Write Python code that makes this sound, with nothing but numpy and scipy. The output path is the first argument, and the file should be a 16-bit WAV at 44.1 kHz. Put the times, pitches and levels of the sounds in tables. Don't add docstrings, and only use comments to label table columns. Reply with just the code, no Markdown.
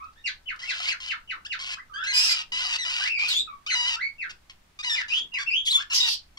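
import sys
import numpy as np
from scipy import signal
from scipy.fft import rfft, irfft, next_fast_len
from scipy.io import wavfile
from scipy.ndimage import uniform_filter1d, map_coordinates

SR = 44100
rng = np.random.default_rng(int(sys.argv[2]) if len(sys.argv) > 2 else 0)


def unload_wav(signal):
    wavfile.write(
        sys.argv[1],
        SR,
        np.round(np.clip(np.atleast_2d(signal).T, -1, 1) * 32767).astype(np.int16),
    )


N = 281358
TOP_HZ = 15720
# frequency in Hz, gain in dB.
BEAK_RESONANCE = [(3000, -1.5), (4300, 3), (5800, -19)]


def amp(db):
    return 10 ** (np.asarray(db) / 20)


def unit(x):
    return x / np.sqrt(np.mean(x ** 2) + 1e-20)


def along(points, hz):
    f, v = np.transpose(points)
    return np.interp(np.log(hz + 1), np.log(f + 1), v)


def curves(rows):
    s, *cols = np.transpose(rows)
    t = s[0] + np.arange(max(int((s[-1] - s[0]) * SR), 64)) / SR
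    return [np.interp(t, np.maximum.accumulate(s), c) for c in cols]


def progress(length):
    return np.linspace(0, 1, int(length * SR))


def wobble(rate, size):
    return map_coordinates(rng.standard_normal(int(size * rate / SR) + 4), [np.arange(size) * rate / SR])


def filtered(x, response):
    n = x.shape[-1]
    m = next_fast_len(n + 4096)
    return irfft(rfft(x, m) * response(np.fft.rfftfreq(m, 1 / SR)), m)[..., :n]


def noise(n, spectrum):
    return unit(filtered(rng.standard_normal(n), lambda f: amp(along(spectrum, f))))


def add(track, s, sound, edge=0.0024):
    i, start = np.arange(len(sound)), max(round(s * SR), 0)
    ramped = sound * np.minimum(np.minimum(i, i[::-1]) / (edge * SR), 1)
    track[start:start + len(sound)] += ramped[:max(N - start, 0)]


def cycle(hz, jitter, rate):
    return 2 * np.pi * np.cumsum(hz * (1 + jitter * wobble(rate, len(hz)))) / SR


def pipe(phase, hz, second_db, third_db, slope_db):
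    levels = [0 * hz, second_db] + [second_db + third_db + k * slope_db for k in range(4)]
    gains = [amp(db) * (k * hz < TOP_HZ) for k, db in enumerate(levels, 1)]
    tone = sum(g * np.sin(k * phase) for k, g in enumerate(gains, 1))
    return tone / np.sqrt(sum(g ** 2 for g in gains) / 2)


def room(x, wet_db, lead_ms, gap_s=0.0024):
    # frequency in Hz, seconds for the room to fall 60 dB.
    decay = [(500, 0.37), (2000, 0.17), (5000, 0.19), (12000, 0.085)]
    hz, t, spectra = signal.stft(rng.standard_normal((2, SR // 2)), SR, nperseg=256)
    tail = signal.istft(spectra * amp(-60 * t / along(decay, hz)[:, None]), SR, nperseg=256)[1]
    tail = np.pad(tail / np.linalg.norm(tail[0]), ((0, 0), (int(gap_s * SR), 0)))
    direct = filtered(x, lambda f: np.exp(1j * np.pi * f * lead_ms / 1000 * np.array([[1], [-1]])))
    walls = signal.fftconvolve(x[None], tail, axes=1)[:, :N]
    return (direct + amp(wet_db) * walls) / np.hypot(1, amp(wet_db))


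def room_tone(air_db=-59, hum_db=-68, hum_hz=67):
    # frequency in Hz, relative level of the air in dB.
    air_spectrum = [(8, 1.5), (22, 3), (38, -9.5), (100, -13), (170, -14), (450, -22.5), (1000, -20.5),
                    (2300, -23), (5200, -28.5), (8600, -34), (15500, -40)]
    # frequency in Hz, likeness of the two microphones from 0 to 1.
    likeness = [(60, 0.97), (130, 1), (260, 0.41), (600, 0.023)]

    def spread(f):
        turn = np.arccos(np.clip(along(likeness, f), 0, 1)) / 2
        return amp(along(air_spectrum, f)) * [np.cos(turn), np.sin(turn)]

    mid, side = filtered(rng.standard_normal((2, N)), spread)
    hum = np.sin(cycle(np.full(N, hum_hz), jitter=.07, rate=14)) * amp(2.3 * wobble(9.9, N))
    return amp(air_db) * unit(np.array([mid + side, mid - side])) + amp(hum_db) * unit(hum)


def whistle(hz, db, second_db, flutter_db=3):
    phase = cycle(hz, jitter=np.interp(db, [-48, -28], [.012, .027]), rate=730)
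    tone = pipe(phase, hz, second_db + along(BEAK_RESONANCE, 2 * hz), third_db=-19, slope_db=-11.5)
    return amp(db + flutter_db * wobble(188.4, len(hz))) * tone


def whistles(rise_db=7, fall_db=13):
    # start and length in seconds, first and last pitch in Hz, crest level in dB,
    # crest position as a share of the length, second harmonic in dB before the beak.
    notes = [ (0, 0.085, 1057, 1292, -42.5, 0.076, -10.5), (0.158, 0.068, 1645, 1885, -54, .3, -6),
             (0.606, 0.084, 1705, 2280, -40, 0.49, -24), (0.836, 0.041, 2030, 2226, -35, 0.66, -18),
             (1.757, 0.055, 1063, 2100, -41.5, 0.68, -38), (1.894, 0.079, 1287, 1143, -47.5, .35, -36),
             (1.933, 0.12, 1514, 1759, -35.5, 0.47, -5), (1.972, .195, 1241, 1662, -36, .3, -15),
             (2.284, 0.16, 1415, 1264, -51, 0.32, -16), (3.472, 0.085, 1326, 1135, -39.5, 0.18, -10.5),
             (5.097, .123, 2420, 3328, -23, .45, -5), (5.461, 0.026, 2594, 2710, -28, 0.98, -14),
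             (5.497, 0.12, 2268, 3323, -22.5, .52, -8), (5.76, 0.075, 1100, 1792, -39.5, 0.66, -5.5)]
    track = np.zeros(N)
    for s, length, from_hz, to_hz, db, crest, second_db in notes:
        u, crest = progress(length), np.clip(crest, .05, .95)
        bend = np.tanh((u - crest + .22) / .3)
        hz = np.interp(bend, bend[[0, -1]], [from_hz, to_hz])
        rising, falling = 1 - u / crest, (u - crest) / (1 - crest)
        below_db = np.where(u < crest, rise_db * rising ** 2, fall_db * falling ** 2)
        add(track, s, whistle(hz, db - below_db, second_db))
    return track


def beak_ticks(trim_db=-2.5, t60=0.047):
    # start in seconds, level in dB before the trim.
    ticks = [(0.042, -53.5), (0.1333, -58), (0.4389, -64), (0.56, -47.5)]
    track, t = np.zeros(N), np.arange(SR // 30) / SR
    for s, db in ticks:
        snap = noise(len(t), [(800, -18), (4500, 0.5), (14000, -26.5)])
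        add(track, s, amp(db + trim_db - 60 * t / t60) * snap, edge=0.00061)
    return track


def chirps(rise_s=.008):
    # start of the fall and hold before it in seconds, top and end pitch in Hz,
    # fall time in seconds, level in dB before the swell, second harmonic in dB before the beak.
    notes = [ (.255, .008, 2795, 1534, .046, -29, -2.5), (.479, 0.014, 3006, 1221, 0.057, -33.5, -19.5),
             (0.689, .008, 2680, 1408, 0.046, -29.5, -2.5), (.901, .01, 2900, 1310, 0.045, -33, -21),
             (1.099, .02, 3030, 1210, 0.046, -30, -13), (1.295, 0.013, 2936, 1138, 0.052, -33.5, -14.5),
             (1.513, .012, 2893, 1273, 0.044, -31.5, -7), (3.693, .02, 3040, 1270, .04, -30, -8),
             (4.205, 0.016, 2632, 1420, 0.067, -33, -21), (4.957, 0.0075, 2470, 1610, .084, -30.5, -16),
             (5.341, .016, 2810, 1465, 0.078, -31.5, -30)]
    track = np.zeros(N)
    for s, hold, top_hz, end_hz, fall, db, second_db in notes:
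        lead = hold + rise_s
        t = np.arange(-int(lead * SR), int(fall * SR)) / SR
        u = np.maximum(t / fall, 0)
        hz = end_hz + (top_hz - end_hz) * (1 - u) ** 1.6
        swell_db = np.interp(t / fall, [-lead / fall, 0, .35, .7, 1], [-13, 1.5, 3.5, -2.5, -10.5])
        phase = cycle(hz, jitter=.012 + .05 * u, rate=900)
        tone = pipe(phase, hz, second_db + along(BEAK_RESONANCE, 2 * hz), third_db=-12.5, slope_db=-15.5)
        add(track, s - lead, amp(db + swell_db) * tone)
    return track


def hoarse_voice(hz, db, rasp, slow_hz=360, flutter_db=3):
    # frequency in Hz, gain in dB.
    throat = [(300, -66), (520, -30), (700, -14), (1000, -6.5), (1400, -3.5), (1900, -3), (2850, 9),
              (3400, 0), (4200, -2), (4950, 0), (6200, -10), (7500, -13.5), (10500, -46), (13500, -44.5),
              (15500, -67.5)]
    n, rasp = len(hz), np.clip(rasp, 0, .85)
    hz = hz * (1 + (.004 + .034 * rasp) * wobble(75, n))
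    phase = cycle(hz, jitter=.002 + .026 * rasp, rate=420)
    slow = cycle(np.full(n, slow_hz), jitter=.22, rate=60)
    depth = .75 * rasp ** 1.3
    tone = np.zeros(n)
    for k in range(1, int(TOP_HZ / hz.min()) + 1):
        beat = 1 - depth / k + 2 * depth * wobble(79.75, n) * np.cos(slow + rng.uniform(0, 2 * np.pi))
        tone += beat * (k * hz < TOP_HZ) * np.cos(k * phase + rng.uniform(0, 2 * np.pi))
    tone = filtered(tone, lambda f: amp(along(throat, f)))
    tone /= np.sqrt(np.abs(uniform_filter1d(tone ** 2, size=500)) + 1e-12)
    puffs = rng.standard_normal(n) * (1 + np.cos(phase))
    breath = unit(filtered(puffs, lambda f: amp(along(throat, f) + along([(6000, -8), (12000, 13.5)], f))))
    breath_share = .01 + .14 * rasp ** 2
    voice = np.sqrt(1 - breath_share) * tone + np.sqrt(breath_share) * breath
    return amp(db) * unit(voice * amp(flutter_db * rasp * wobble(335.7, n)))


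def begging(rasp_per_s=2.4, drift_share=.009, sag_share=.06, sag_s=.07):
    # start and length in seconds, pitch in Hz, mid-call level and swell in dB,
    # opening rasp from 0 to 1.
    calls = [ (.59, 0.33, 1031, -34.5, 15, .7), (1.001, 0.13, 1048, -37, -1, 0.62),
             (1.589, 0.16, 1061, -34, 6.5, 0.6), (2.126, 0.3, 983, -29.5, -3, 0.33),
             (2.519, 0.25, 982, -27.5, 2, 0.4), (2.849, 0.24, 985.4, -28, -0.5, 0.56),
             (3.187, 0.16, 1005, -31, 6, 1), (3.749, .212, 985, -25.5, -3.5, 0.12),
             (4.293, 0.027, 974, -40, 3, 1), (4.496, 0.026, 1058, -46.5, -15, .6),
             (4.844, .05, 996, -28, 5.5, .05), (4.948, 0.073, 973, -32, 0, 0.6),
             (5.081, .12, 982, -35.5, 4.5, .7), (5.338, 0.045, 1003, -37.5, -7, 0.08),
             (5.721, 0.11, 1096, -35.5, -1.5, 0.5), (5.936, 0.16, 978.5, -29.5, 11, 0.25),
             (6.372, .022, 1085, -39.5, -1, 0)]
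    track = np.zeros(N)
    for s, length, hz, db, swell_db, rasp in calls:
        u = progress(length)
        sag = np.clip(1 - (1 - u) * length / sag_s, 0, 1)
        pitch = hz * (1 - sag_share * (sag - sag[0]) + drift_share * wobble(25.12, len(u)))
        add(track, s, hoarse_voice(pitch, db + swell_db * (u - .5), rasp + rasp_per_s * length * u))
    return track


def squeaks():
    # start and length in seconds, first pitch, last pitch and arch in Hz,
    # mid-call level and swell in dB, rasp from 0 to 1.
    slides = [ (0.877, 0.021, 2050, 2724, -1, -26, 8.5, .3), (0.904, 0.03, 2520, 1986, -1, -29.5, 3, 0.34),
              (1.449, 0.022, 1220, 1850, -7.5, -35.5, 6.5, 0),
              (1.938, 0.052, 1514, 1536, 78.5, -44.5, -5, 0.23),
              (2.037, 0.039, 1294, 1453, 12, -33, -2, .55), (2.069, .056, 2003, 1993, 139, -26.5, 2.5, 0.2),
              (2.293, 0.038, 2090, 1985, -0.5, -28.5, -6, .05),
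              (2.785, 0.063, 2080, 1810, 0.5, -30, 0, 0.22), (3.663, 0.017, 1207, 1270, 3, -30.5, -1, 0.29),
              (3.675, 0.025, 1340, 1550, 2, -33.5, 6, 0.06),
              (3.701, 0.048, 1996, 2055, 15.5, -24.5, 8, 0.19),
              (4.789, 0.029, 1194, 1276, -6.5, -34.5, 0, .3), (4.827, 0.025, 1745, 2090, 21, -33, 16, 0.42),
              (4.894, 0.061, 1856, 1795, -18.5, -24.5, 0.5, 0.27),
              (5.384, .055, 1068, 1067, 109, -33, 0, .3), (5.899, 0.04, 1338, 1388, -8, -28, 10.5, 0.71)]
    track = np.zeros(N)
    for s, length, from_hz, to_hz, arch_hz, db, swell_db, rasp in slides:
        u = progress(length)
        hz = from_hz + (to_hz - from_hz) * u + arch_hz * np.sin(np.pi * u)
        add(track, s, hoarse_voice(hz, db + swell_db * (u - .5), rasp))
    return track


def shuffling(length=0.12):
    # middle of the swell in seconds, level in dB.
    shuffles = [(1.358, -65.5), (2.539, -62), (2.92, -71), (3.26, -65.5), (3.409, -60.5), (4.297, -66.5),
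                (5.229, -60)]
    track, swell = np.zeros(N), np.hanning(int(length * SR))
    for s, db in shuffles:
        thud = noise(len(swell), [(70, -30), (150, -7.5), (290, -9), (500, -12.5), (1500, -40)])
        add(track, s - length / 2, amp(db) * swell * thud)
    return track


def squeal(hz, db, second_db, rasp, buzz_hz=950, flutter_db=4):
    n = len(hz)
    hz = hz * (1 + .035 * rasp * wobble(140, n))
    tone = pipe(cycle(hz, jitter=.07 * rasp, rate=650), hz, second_db, third_db=-13, slope_db=-8)
    buzz = 1 + .84 * rasp * np.sin(cycle(np.full(n, buzz_hz), jitter=0.1492, rate=200))
    hiss = noise(n, [(1200, -38), (3000, -3.5), (5500, -5), (9000, -18), (13000, -17), (15500, -52)])
    flutter = amp(flutter_db * rasp * wobble(233.8, n))
    return amp(db) * unit((tone * buzz + .62 * rasp * hiss) * flutter)


def forced_cries():
    # time in seconds, pitch in Hz, level in dB before the cry's gain.
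    screech = [(2.135, 2487, -25), (2.169, 2487, -22.5), (2.245, 2676, -25), (2.305, 2405, -27),
               (2.33, 2396, -25)]
    yelp = [(3.283, 4180, -19), (3.289, 4140, -29.5), (3.339, 3245, -32.5), (3.369, 3460, -25.5),
            (3.405, 3907, -28)]
    shriek = [(5.925, 5680, -33), (5.959, 5360, -21.5), (5.989, 5040, -24.5), (6.005, 5240, -32.5)]
    piping = [(6.002, 3640, -14), (6.012, 3810, -18), (6.068, 3782, -33), (6.075, 3750, -37)]
    squawk = [(6.07, 4620, -30), (6.112, 4666, -31), (6.15, 4140, -37.5)]
    track = np.zeros(N)

    def cry(course, gain_db, second_db, rasp):
        hz, db = curves(course)
        add(track, course[0][0], squeal(hz, db + gain_db, second_db, np.linspace(*rasp, len(hz))))

    cry(screech, gain_db=3, second_db=8.5, rasp=(.33, .62))
    cry(yelp, gain_db=4, second_db=-14.5, rasp=(.64, .065))
    cry(shriek, gain_db=2.5, second_db=-30.5, rasp=(.98, .89))
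    cry(piping, gain_db=0, second_db=-23, rasp=(.17, .67))
    cry(squawk, gain_db=5.5, second_db=-22.5, rasp=(.966, .98))
    return track


def wandering_cries():
    # time in seconds, pitch in Hz, level in dB before the cry's gain.
    warble = [(3.0, 1428, -38.5), (3.038, 1762, -32.5), (3.11, 2755, -28), (3.146, 2438, -30),
              (3.198, 2305, -22.5), (3.265, 2574, -32)]
    hoot = [(3.955, 1212, -43.5), (3.991, 1534, -45), (4.005, 1847, -38), (4.021, 2170, -27),
            (4.045, 2234, -30), (4.075, 2224, -34.5)]
    track = np.zeros(N)
    for course, gain_db, second_db in (warble, 0, -12), (hoot, 2, -17):
        hz, db = curves(course)
        add(track, course[0][0], whistle(hz, db + gain_db, second_db))
    return track


def peep(gain_db=4):
    # time in seconds, pitch in Hz, level in dB before the gain.
    course = [(5.651, 3470, -41), (5.667, 3507, -27), (5.679, 3059, -24), (5.705, 3638, -31),
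              (5.717, 4290, -23.5), (5.731, 3377, -27.5), (5.761, 3507, -19), (5.782, 3410, -29.5)]
    track = np.zeros(N)
    hz, db = curves(course)
    rasp = np.interp(np.linspace(1, 0, len(hz)) ** 1.9, [0, 1], [.02, .6])
    add(track, course[0][0], squeal(hz, db + gain_db, second_db=-14.5, rasp=rasp))
    return track


def close_up(x):
    # frequency in Hz, left minus right in dB.
    balance = [(60, -19), (99, 28), (160, 20), (270, -4), (450, 1), (740, 4), (1220, 4.5), (2010, -1.5),
               (3330, 2), (5500, 2.5), (9080, 5.5), (15000, -3)]
    pair = room(x, wet_db=-9.5, lead_ms=.2)
    return filtered(pair, lambda f: amp(along(balance, f) * np.array([[.5], [-.5]])))


def scene():
    clear = room(whistles() + chirps() + wandering_cries(), wet_db=5, lead_ms=0.515)
    close = close_up(beak_ticks() + begging() + squeaks() + peep())
    shuffles = room(shuffling(), wet_db=-3.5, lead_ms=0)
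    shrill = room(forced_cries(), wet_db=3, lead_ms=0.634)
    return room_tone() + clear + close + shuffles + shrill


def record(dry):
    return filtered(dry, lambda hz: hz < TOP_HZ)


dry = scene()
out = record(dry)
unload_wav(out)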